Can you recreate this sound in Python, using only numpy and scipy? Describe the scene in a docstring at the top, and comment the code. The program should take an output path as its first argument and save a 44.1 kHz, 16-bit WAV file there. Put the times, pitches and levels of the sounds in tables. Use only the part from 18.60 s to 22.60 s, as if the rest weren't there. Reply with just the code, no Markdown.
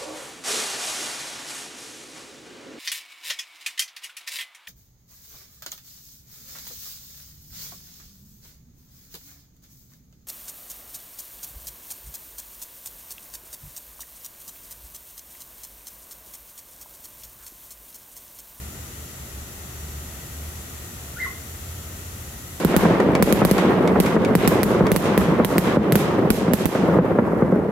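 """Outdoor rumble, steady hiss and a low machinery hum run throughout.
From about 0.8 s a distant engine slowly gathers speed, its firing note rising.
At 2.56 s a cougar gives one short, whistled chirp that sweeps up, holds and drops.
The rock walls of its enclosure throw it back and let it ring briefly.
After 3.6 s the engine eases off."""
import sys
import numpy as np
from scipy import signal
from scipy.fft import rfft, irfft
from scipy.io import wavfile

SR = 44100
rng = np.random.default_rng(int(sys.argv[2]) if len(sys.argv) > 2 else 0)


def unload_audio(sound):
    """Save the sound as a 16-bit wav file, at the path given as the first command line argument."""
    columns = np.transpose(np.atleast_2d(sound))
    # keep every value between -1 and 1, then stretch to whole-number steps
    steps = np.round(np.clip(columns, -1, 1) * 32767)
    wavfile.write(sys.argv[1], SR, steps.astype(np.int16))


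N = 176400
T = np.arange(N) / SR
HZ = np.maximum(np.arange(N // 2 + 1) * SR / N, 1)


def from_db(db):
    """Decibels to gain."""
    return 10 ** (np.asarray(db) / 20)


def unit_rms(x):
    """Scale to rms 1."""
    return x / np.sqrt(np.mean(x ** 2) + 1e-20)


def in_time(rows):
    """Table columns at every sample."""
    times_s, *columns = np.transpose(rows)
    return [np.interp(T, times_s, column) for column in columns]


def at_hz(rows):
    """Table at every FFT bin, along log frequency."""
    hz, value = np.transpose(rows)
    return np.interp(np.log(HZ), np.log(hz), value)


def drift(corner_hz):
    """Low-passed random wander, rms 1."""
    return unit_rms(irfft(rfft(rng.standard_normal(N)) / (1 + (HZ / corner_hz) ** 2), N))


def pan(db):
    """Constant-power gains; positive is left."""
    gains = from_db(np.array([[.5], [-.5]]) * db)
    return gains / np.sqrt(np.mean(gains ** 2, axis=0))


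def phase_of(hz):
    """Running phase of a moving pitch."""
    return 2 * np.pi * np.cumsum(hz) / SR


# Whistle contour: t/s, f/Hz, relative level/dB
CHIRP = [(2.562, 1370, -51), (2.573, 1450, -33.5), (2.581, 1580, -50), (2.591, 1775, -37),
         (2.596, 1920, -42), (2.603, 2110, -28), (2.614, 2120, -26), (2.625, 2045, -25.5),
         (2.635, 1905, -32), (2.642, 1660, -52), (2.649, 1430, -36.5), (2.657, 1215, -49),
         (2.667, 1065, -32), (2.676, 1060, -50)]


def cougar():
    """Near-pure whistle with a faint octave and a trace of airy rasp."""
    gain_db, octave_db, edge_s = -.5, -33, .004
    jitter_ratio, flutter_db, drift_hz = .004, 1.0, 80
    rasp_db, rasp_band_hz = -24.5, [2724, 4400]
    hz, db = in_time(CHIRP)
    phase = phase_of(hz * (1 + jitter_ratio * drift(drift_hz)))
    whistle = np.sqrt(2) * (np.sin(phase) + from_db(octave_db) * np.sin(2 * phase))
    inside_s = np.minimum(T - CHIRP[0][0], CHIRP[-1][0] - T)
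    gate = np.clip(inside_s / edge_s + 1, 0, 1)
    level = gate * from_db(gain_db + db + flutter_db * drift(drift_hz))
    bandpass = signal.butter(2, rasp_band_hz, "band", fs=SR, output="sos")
    rasp = unit_rms(signal.sosfilt(bandpass, rng.standard_normal(N)))
    return level * (whistle + from_db(rasp_db) * rasp)


# First rock echoes: delay/s, left level/dB, right level/dB, right lag/s
ROCK_ECHOES = [(0.0113, 0, -12, .00012), (.0234, 1, -8, -.00014), (.0365, -13, 0, .0002),
               (.0536, -7, -13, 0.007), (.085, -14, -12, .0001), (0.1497, -21, -22, 0)]


def enclosure(call):
    """Direct call, then high-passed echoes and a diffuse, dying ring off the rocks."""
    direct_pan_db, low_cut_hz = -.5, 1370
    ring_db, ring_t60_s, ring_delay_s, ring_pan_db = -1, .38, .014, .5
    highpass = signal.butter(2, low_cut_hz, "high", fs=SR, output="sos")
    reflected = signal.sosfilt(highpass, call)
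    early = pan(direct_pan_db) * call
    for delay_s, left_db, right_db, lag_s in ROCK_ECHOES:
        echo = np.interp([T - delay_s, T - delay_s - lag_s], T, reflected, left=0)
        early += from_db([[left_db], [right_db]]) * echo
    decay = from_db(-60 * T[:SR] / ring_t60_s) * (T[:SR] > ring_delay_s)
    tail = rng.standard_normal((2, SR)) * decay
    ring = signal.fftconvolve(reflected[None], tail, axes=1)[:, :N]
    ring *= reflected.std() / ring.std(axis=1, keepdims=True)
    return early + from_db(ring_db) * pan(ring_pan_db) * ring


# Firing note: t/s, f/Hz, relative level/dB
ENGINE_FIRING = [(0, 70.9, -45), (.5, 70.1, -50), (.75, 68.46, -42), (1.05, 72, -45.5), (1.35, 73.5, -32),
                 (1.58, 74.06, -41), (1.8, 75.16, -31.5), (2.1, 77.5, -42.5), (2.45, 81, -60),
                 (2.9, 83.46, -44), (3.15, 85.5, -32.5), (3.3, 87.1, -42), (3.6, 89, -38.5),
                 (4, 85.5, -49.5)]


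def engine():
    """Distant engine: only the firing note and its octave carry this far."""
    gain_db, octave_db, waver_db = -2, -20.5, 1.5
    hz, db = in_time(ENGINE_FIRING)
    phase = phase_of(hz)
    level = from_db(gain_db + db + waver_db * drift(corner_hz=2.7))
    return np.sqrt(2) * level * (np.sin(phase) + from_db(octave_db) * np.sin(2 * phase))


# Hum tones: f/Hz, level/dB
HUM_TONES = [(74.5, -46.5), (121, -51.5), (176, -59), (223, -61.5)]


def machinery_hum():
    """Four low tones, each wavering in level and pitch."""
    waver_db, wander_hz = 2.5, 1.77
    hum = np.zeros(N)
    for hz, db in HUM_TONES:
        level = from_db(db + waver_db * drift(corner_hz=4))
        hum += level * np.sin(phase_of(hz + wander_hz * drift(corner_hz=4.6)))
    return np.sqrt(2) * hum


# Noise balance: f/Hz, left minus right level/dB
NOISE_BALANCE = [(1300, .3), (1900, 5), (2350, 1.5), (3500, -0.5), (5200, 1), (6300, 4.5), (7200, 7.5),
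                 (8200, 3.5), (9700, 7), (10800, 1.5), (11800, 2.5), (13000, -4.5), (14700, -4),
                 (15800, 14)]


def stereo_noise(spectrum, correlation):
    """Coloured noise of given left-right correlation, leaning mostly left; rms 1."""
    mid, side = rfft(rng.standard_normal((2, N)))
    pair = np.sqrt(1 + correlation) * mid + np.sqrt(1 - correlation) * np.array([side, -side])
    return unit_rms(irfft(pair * from_db(at_hz(spectrum)) * pan(at_hz(NOISE_BALANCE)), N))


# Noise densities: f/Hz, relative level/dB
RUMBLE_SPECTRUM = [(20, -26), (30, -11), (42, -6.5), (65, 2), (85, -0.5), (102, -4), (135, -3), (165, -6),
                   (200, -8.5), (300, -10.5), (380, -11), (480, -15), (700, -15.5), (950, -19),
                   (1100, -19.5), (1300, -14.5), (1480, -18), (1680, -21.5), (1900, -15), (2250, -22),
                   (2650, -20.5), (3500, -22), (6000, -31.5), (16000, -49)]
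HISS_SPECTRUM = [(20, -2), (1500, -22), (3500, -8.5), (4600, -5.5), (5200, -7.5), (5700, 0.5), (6700, 0.5),
                 (7300, 3.5), (7900, 0.5), (8350, -5), (8950, -4), (9650, 1), (10600, -2), (11800, 2),
                 (12500, -1), (13500, 1), (14800, -3), (16000, -7)]
# Rumble left-right likeness: f/Hz, correlation
RUMBLE_CORRELATION = [(60, 0.96), (170, 0.94), (350, 0.81), (700, 0.35), (1300, 0.05), (1900, 0.14),
                      (3000, 0.017)]
# Background swell: t/s, relative level/dB
SWELL = [(0, -0.5), (.9, -0.5), (1.3, 0.44), (2, 0.44), (3.2, 0.46), (4, 0.2)]


def background():
    """Dull outdoor rumble under a wide hiss; both swell gently together."""
    rumble_db, hiss_db = -40, -41
    swell_db, = in_time(SWELL)
    rumble = from_db(rumble_db) * stereo_noise(RUMBLE_SPECTRUM, at_hz(RUMBLE_CORRELATION))
    hiss = from_db(hiss_db) * stereo_noise(HISS_SPECTRUM, correlation=.0098)
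    return from_db(swell_db) * (rumble + hiss)


def scene():
    """One chirp among the rocks, over the surroundings."""
    return background() + engine() + machinery_hum() + enclosure(cougar())


def record(dry):
    """Steep low-pass on the top treble."""
    cutoff_hz = 15800
    return irfft(rfft(dry) / np.sqrt(1 + (HZ / cutoff_hz) ** 400), N)


dry = scene()
out = record(dry)
unload_audio(out)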